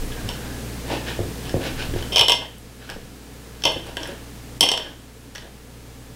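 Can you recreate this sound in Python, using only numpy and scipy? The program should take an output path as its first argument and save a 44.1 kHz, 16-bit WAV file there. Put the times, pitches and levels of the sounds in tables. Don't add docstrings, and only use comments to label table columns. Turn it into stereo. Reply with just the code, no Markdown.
import sys
import numpy as np
from scipy import signal
from scipy.fft import rfft, irfft
from scipy.io import wavfile
from scipy.ndimage import uniform_filter1d

SR = 44100
rng = np.random.default_rng(int(sys.argv[2]) if len(sys.argv) > 2 else 0)


def gain_from_decibels(decibels):
    exponent = np.asarray(decibels, float) / 20
    return 10 ** exponent


def wrap_up_sound(samples):
    columns = np.atleast_2d(samples).T
    tamed = np.clip(columns, -1, 1)
    steps = np.round(tamed * 32767).astype(np.int16)
    wavfile.write(sys.argv[1], SR, steps)


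N = 271597


def evened(x):
    return x / np.sqrt(np.mean(x ** 2) + 1e-20)


def read(points, hz):
    point_hz, value = np.transpose(points)
    return np.interp(np.log(hz + 1), np.log(point_hz + 1), value)


def filtered(points, x):
    hz = np.fft.rfftfreq(len(x), 1 / SR)
    return evened(irfft(rfft(x) * gain_from_decibels(read(points, hz)), len(x)))


def shaped(points, size):
    return filtered(points, rng.standard_normal(size))


def ring(modes, spread_db, rise_s, size=5000):
    hz, width, db = np.transpose(modes)[:, :, None]
    t = np.arange(size) / SR
    share, phase = rng.standard_normal((2, len(modes), 1))
    decay = np.exp(-np.pi * width * t)
    waves = gain_from_decibels(db + spread_db * share) * decay * np.sin(2 * np.pi * hz * t + 1.03 * phase)
    sound = waves.sum(0) * (1 - np.exp(-t / rise_s))
    return sound / abs(sound).max()


def add(mix, s, sound):
    part = mix[round(s * SR):][:len(sound)]
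    part += sound[:len(part)]


# (time [s], peak [dB], rim
# [dB], plate-on-counter body [dB])
HARD_CONTACTS = [(2.1595, -8, -2.5, -8.5), (2.169, -10, -5, -8), (2.1805, -8, -3, -14.5), (2.193, -5, -3, -10),
                 (2.201, -20, -23, -18), (2.2103, -4, -4.5, -14.5), (2.219, -19, -19, 1), (2.2301, -17, -28, -3),
                 (2.2823, -7.5, -3.5, -10.5), (2.2959, -6.5, -10, -9), (2.3037, -10, -7, -8.5),
                 (2.3193, -6.5, -3.5, -9.5), (2.3406, -19, -23.5, -7), (2.42, -31.5, -12, 2),
                 (2.455, -37.5, -10, -1),
                 (3.621, -35, 5, -10), (3.6376, -16, -1, -9.5), (3.6525, -8, -2.5, -7), (3.665, -11, -25, -9),
           (3.6741, -18.5, -14, 0.5), (3.6978, -23.5, -17, 0.5), (3.715, -30.5, -19, 4),
           (4.6078, -5, 3, -12.5), (4.6289, -10, -14, -8), (4.6637, -22, -14, -6),
           (4.6883, -12.5, 0.5, -14), (4.7161, -11, 0.5, -8.5), (4.7379, -15.5, -20, -6),
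           (4.797, -24.5, -26, -6)]
# (time [s], peak [dB], rim [dB], blade ring [dB])
TOUCHES = [(0.1203, -31, -15, -9), (0.2894, -21.5, -2, -16), (1.08, -36, 2, 8.5), (1.1, -27, -17, -7),
           (1.4538, -32, -3, -15), (1.494, -30, 0, 2), (1.9378, -32, -12, -2), (2.0246, -28.5, -3, -4),
           (2.892, -31.5, -11, 1.5), (2.8998, -33, 3, -12), (3.969, -21, -5.5, -1.5),
           (4.0318, -27, 3.5, -12), (4.0543, -34.5, -7, 6), (4.775, -20, 0, -6), (5.3524, -34, -1, 0),
           (5.3572, -33.5, 5, 1), (5.3807, -36, -8, -14), (5.4228, -40, -8, -2)]
SPELL_ENDS = (2.26, 2.5, 4.0, 4.62)
CUTLERY_DB = (-12.5, -8.5, -10.5, -3, -8.5, -7)
# (hard [dB/dB], touch [dB/dB])
CUTLERY_PER_RIM = (0.39, .4)


def contacts():
    found = []
    for s, db, rim_db, body_db in HARD_CONTACTS:
        spell = np.searchsorted(SPELL_ENDS, s)
        cutlery_db = CUTLERY_DB[spell] + CUTLERY_PER_RIM[0] * rim_db
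        blade_db = -29 - 0.76 * db
        found.append((s, db, rim_db, cutlery_db, body_db, blade_db))
    for s, db, rim_db, blade_db in TOUCHES:
        cutlery_db = CUTLERY_DB[-1] + CUTLERY_PER_RIM[1] * rim_db
        found.append((s, db, rim_db, cutlery_db, -6, blade_db))
    return found


# (frequency [Hz], width [Hz], level [dB])
PLATE = [(2095, 19, -15.5), (2515, 65, -6), (2620, 86, -7), (2798, 50, -6), (2893, 55, -4), (2988, 44, -1),
         (3075, 44, -0.5), (3133, 30, -1.5), (3186, 49, 0), (3302, 28, -6.5), (3395, 47, -5),
         (3560, 36, -7), (3610, 25, -16), (3970, 85, -11)]
RIM = [(4473, 72, -5), (4750, 110, -11), (4900, 270, -20), (5230, 150, 2), (5370, 84, 2.5),
       (5180, 150, -12), (5670, 120, -1.5), (5870, 270, -21), (6280, 100, -7.5)]
CUTLERY = [(7730, 81, -0.5), (8170, 90, -8), (8730, 85, -19), (8700, 130, -6.5), (8910, 175, -3),
           (9250, 110, -1.5), (10820, 130, -6), (11160, 99, -5), (12400, 250, -4), (14500, 220, -14),
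           (14230, 130, -5.5), (16500, 460, -30)]
BODY = [(395, 59, -4.5), (435, 40, -9), (509, 75, 5), (566, 140, -4.5), (636, 49.4, 0), (692, 130, 9.5),
        (828, 64, -1.5), (942, 22.2, -7), (1008, 44, -1.5), (1111, 55, -4.5)]
BLADE = [(1498, 224, 1), (1590, 85, 1.5), (1662, 40, -4.5), (1873, 160, 5)]
# (frequency [Hz], density [dB per Hz])
TICK = [(1500, -37), (2500, -4), (4000, -1), (7000, 9), (11000, 11), (15500, -18)]
CRACK = [(900, -17), (1400, -1), (2200, -16.5), (2700, 11), (3400, 12), (4200, -1.5), (5600, -2.5),
         (9000, -19)]


def clinks():
    out, t = np.zeros(N), np.arange(5000) / SR
    for s, db, rim_db, cutlery_db, body_db, blade_db in contacts():
        held = [1, 1 + 0.031 * max(-7 - db, 0), 1]
        tick = shaped(TICK, 5000) * np.exp(-t / 0.0016)
        crack = shaped(CRACK, 5000) * np.exp(-t / 0.0038) * (1 - np.exp(-t / 0.00017))
        sound = ring(np.multiply(PLATE, held), 1.8, 0.0007)
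        sound = sound + gain_from_decibels(rim_db) * ring(np.multiply(RIM, held), 2, 0.0004)
        sound = sound + gain_from_decibels(-7 + 0.37 * rim_db) * crack
        cutlery = ring(np.multiply(CUTLERY, held), 2.2, 0.0004)
        sound = sound + gain_from_decibels(cutlery_db) * (cutlery + gain_from_decibels(-10) * tick)
        sound = sound + gain_from_decibels(body_db) * ring(BODY, 1.9, 0.0029)
        sound = sound + gain_from_decibels(blade_db) * ring(BLADE, 4.7, 0.0012)
        add(out, s, gain_from_decibels(db + 0.5) * sound)
    return out


# (time [s], peak [dB])
TINES = [
    (2.583, -29),
    (3.7199, -22.5),
    (3.8694, -28),
    (4.0464, -34),
    (4.0746, -22),
]


def tine_ticks():
    out, t = np.zeros(N), np.arange(5000) / SR
    for s, db in TINES:
        tick = shaped([(6000, -40), (8500, 3), (12000, -3), (14000, -30)], 5000) * np.exp(-t / 0.0017)
        add(out, s, gain_from_decibels(db - 11.5) * tick)
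    return out


# (time [s], peak [dB])
SNAPS = [
    (5.351, -25),
    (4.8, -34),
    (5.3585, -20),
    (5.3815, -20.5),
    (9.4, -31),
    (2.9, -18),
    (1.938, -26),
]


def fibre_snaps():
    out, t = np.zeros(N), np.arange(5000) / SR
    for s, db in SNAPS:
        snap = shaped([(900, -30), (1500, 0), (7200, -5), (8500, -35)], 5000) * np.exp(-t / 0.00043)
        add(out, s, gain_from_decibels(db - 3) * snap)
    return out


# (frequency [Hz], density [dB per Hz])
RASP = [(1100, -70), (1500, 6), (2200, 4), (2800, 6.5), (3700, 2), (5400, -3.5), (7000, -13), (14000, -22)]
RUB = [(200, -12), (330, 7.5), (420, -0.5), (600, 1.5), (900, -3), (1200, -12), (1500, -58)]
# (start [s], length [s], level [dB])
SKIDS = [
    (2.118, 0.0395, -26),
    (4.626, 0.0192, -16),
]
# (start [s], length [s], rasp [dB], blade [dB], rub [dB])
STROKES = [(0.105, 0.22, -45, -39, -39), (0.265, .1, -38, -45, -44), (.3, 0.39, -48, -39.5, -43),
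           (0.854, 0.18, -27, -37, -22), (1.033, 0.15, -29, -32, -31.5), (1.42, 0.17, -38.5, -46, -38),
           (1.594, 0.08, -31.5, -36, -32), (1.627, 0.093, -26, -37, -26), (1.756, 0.13, -27, -30.5, -32),
           (1.943, 0.1, -34, -40, -36), (2.385, 0.1, -42, -42.5, -36), (2.794, 0.11, -41.5, -44, -47),
           (2.87, 0.1, -38, -37, -35.5), (3.735, 0.1, -47, -43, -37), (3.825, 0.14, -39.5, -42.5, -37),
           (3.973, 0.098, -37, -47, -34), (4.01, 0.19, -39, -38.5, -34), (4.79, 0.18, -45, -43.5, -39.5),
           (5.349, 0.047, -41, -49, -53), (5.41, 0.1, -54, -48, -41.5)]


def sawing():
    strength = gain_from_decibels(2.5 * np.minimum(rng.exponential(1, N), 3))
    caught = rng.random(N) < 3000 / SR
    slips = strength * caught * rng.choice([-1, 1], N)
    rasp, rub = filtered(RASP, slips), filtered(RUB, slips)
    plate, blade, cutlery = (evened(signal.oaconvolve(slips, ring(modes, 1, 0.0011))[:N])
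                             for modes in (PLATE + RIM, BLADE, CUTLERY))
    skid = plate + 0.11 * cutlery + 0.47 * rub
    cut = rasp + 0.057 * plate
    out = np.zeros(N)
    for s, length, db in SKIDS:
        a, size = round(s * SR), round(length * SR)
        out[a:a + size] += gain_from_decibels(db) * signal.windows.tukey(size, 0.28) * skid[a:a + size]
    for s, length, *levels_db in STROKES:
        a, size = round(s * SR), round(length * SR)
        speed_db = np.interp(np.arange(size) / size, [0, 0.3, 0.3 + 0.17, 1], [-17.5, 0, 0, -17.5])
        stroke = sum(gain_from_decibels(db - 6) * part[a:a + size] for db, part in zip(levels_db, (cut, blade, rub)))
        out[a:a + size] += stroke * gain_from_decibels(speed_db) * signal.windows.tukey(size, 0.1)
    return out


# (time [s], peak [dB], boom [dB])
THUDS = [(0.247, -24, 2), (1.191, -12, -9), (1.203, -16, -0.5), (1.235, -46, -11), (1.542, -5.5, -7.5),
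         (1.555, -21, -12), (1.566, -12.5, -4), (1.58, -27, -7), (1.609, -29, -8), (1.887, -28, 9.5),
         (1.937, -14.5, -6), (1.961, -18, 1.5), (2, -33, -4), (2.932, -35, -5), (2.962, -27.5, -7),
         (3.763, -20.5, -10), (4.091, -23, -9), (4.612, -19, -17), (4.72, -25, -16), (3.659, -16.5, -19),
         (2.2, -26, 2)]
# (frequency [Hz], width [Hz], level [dB])
COUNTER = [(181, 37, -0.5), (260, 34, -2), (344, 64, 8.5), (421, 97, 7), (514, 118, 10), (650, 100, -2)]
CABINET = [(62.3, 12, -8), (89, 44, 15.5), (120, 24, -1)]


def thuds():
    out = np.zeros(N)
    for s, db, boom_db in THUDS:
        knock = ring(COUNTER, 2, 0.002) + gain_from_decibels(boom_db) * ring(CABINET, 3, 0.004)
        add(out, s, gain_from_decibels(db - 2) * knock)
    return out


# (frequency [Hz], time to fall 60 dB [s])
ROOM = [(100, 0.42), (400, 0.44), (1000, 0.35), (3000, 0.44), (6000, 0.32), (15000, 0.19)]


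def kitchen(x):
    taps = np.zeros(SR)
    at = np.arange(140, SR - 20, 20)
    taps[at + rng.integers(0, 20, len(at))] = rng.choice([-1., 1.], len(at))
    hz, t, z = signal.stft(taps, SR, nperseg=256)
    decay_db = -60 * t / read(ROOM, hz)[:, None]
    tail = signal.istft(z * gain_from_decibels(decay_db), SR, nperseg=256)[1]
    return signal.fftconvolve(x, tail / np.linalg.norm(tail))[:N]


# (time [s], half length [s], level [dB])
SHIFTS = [
    (0.045, .2, -27.5),
    (0.424, 0.13, -39),
    (1.213, 0.41, -47),
    (1.905, 0.15, -32),
    (2.25, 0.12, -48),
    (2.98, 0.086, -47),
    (3.819, .3, -55),
    (4.75, .15, -46.5),
]


def rumble():
    t = np.arange(N) / SR
    swell = gain_from_decibels(-56.5) + sum(gain_from_decibels(db) * np.exp(-((t - s) / half) ** 2) for s, half, db in SHIFTS)
    return swell * shaped([(6, -28), (12, -6), (22, 18), (32, 6), (45, -39)], N)


# (frequency [Hz], density [dB per Hz])
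AIR = [(30, -30), (55, -19), (85, -17), (125, -8.5), (190, -11), (276, -8.5), (350, -17.5), (455, -12),
       (585, -21.5), (760, -22), (1020, -25), (1760, -26), (8770, -32), (16000, -38)]
# (frequency [Hz], level [dB])
HUM = [(59.2, -47), (118.4, -50.5), (237, -76), (1700, -68)]


def background():
    t = np.arange(N) / SR
    waver = evened(shaped([(.1, 10), (6, -29), (15, -54)], N))
    out = gain_from_decibels(-39) * shaped(AIR, N)
    for k, (hz, db) in enumerate(HUM):
        level = gain_from_decibels(db + 8 + 0.53 * np.roll(waver, 9000 * k))
        out = out + level * np.sin(2 * np.pi * (hz * t + rng.random()))
    return out


# (time [s], fall [s], change [dB], hold [s])
DUCKS = [
    (2.11, 0.38, -11, 0),
    (2.3, 0.23, -4.5, 0),
    (3.62, 0.058, 0.6, 0.18),
    (4.103, .1, -0.5, .35),
    (4.58, 0.0088, -3.5, 0),
    (4.59, 0.53, -0.8, .35),
]


def gain_db():
    t = np.arange(N) / SR
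    rate = np.where(t < DUCKS[0][0], 0.05, 2.5)
    for s, fall, db, hold in DUCKS:
        ducked = (t >= s) & (t < s + fall + hold)
        rate = np.where(ducked, np.where(t < s + fall, db / fall, 0), rate)
    return -47.5 + 52 + np.cumsum(rate) / SR


def scene():
    heard = gain_from_decibels(gain_db())
    struck = (clinks() + tine_ticks() + fibre_snaps()) / heard
    meal = struck + (sawing() + thuds()) / heard
    mix = meal + gain_from_decibels(-5) * kitchen(meal) + rumble() / heard + background()
    side = gain_from_decibels(-28) * uniform_filter1d(struck * rng.standard_normal(N), 3)
    return np.array([mix + side, mix - side])


def roll_off(x):
    return signal.sosfilt(signal.butter(12, 16600, fs=SR, output="sos"), x)


def record(dry):
    x = np.clip(dry * gain_from_decibels(gain_db()), -1, 1)
    edge_hz, shelf_hz = 15750, 16500
    corners_hz = [0, edge_hz, edge_hz + 150, shelf_hz, shelf_hz + 150, SR / 2]
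    band = signal.firwin2(801, corners_hz, [1, 1, .1, .03, 0, 0], fs=SR)
    return roll_off(signal.oaconvolve(x, band[None], "same", axes=1))


dry = scene()
out = record(dry)
wrap_up_sound(out)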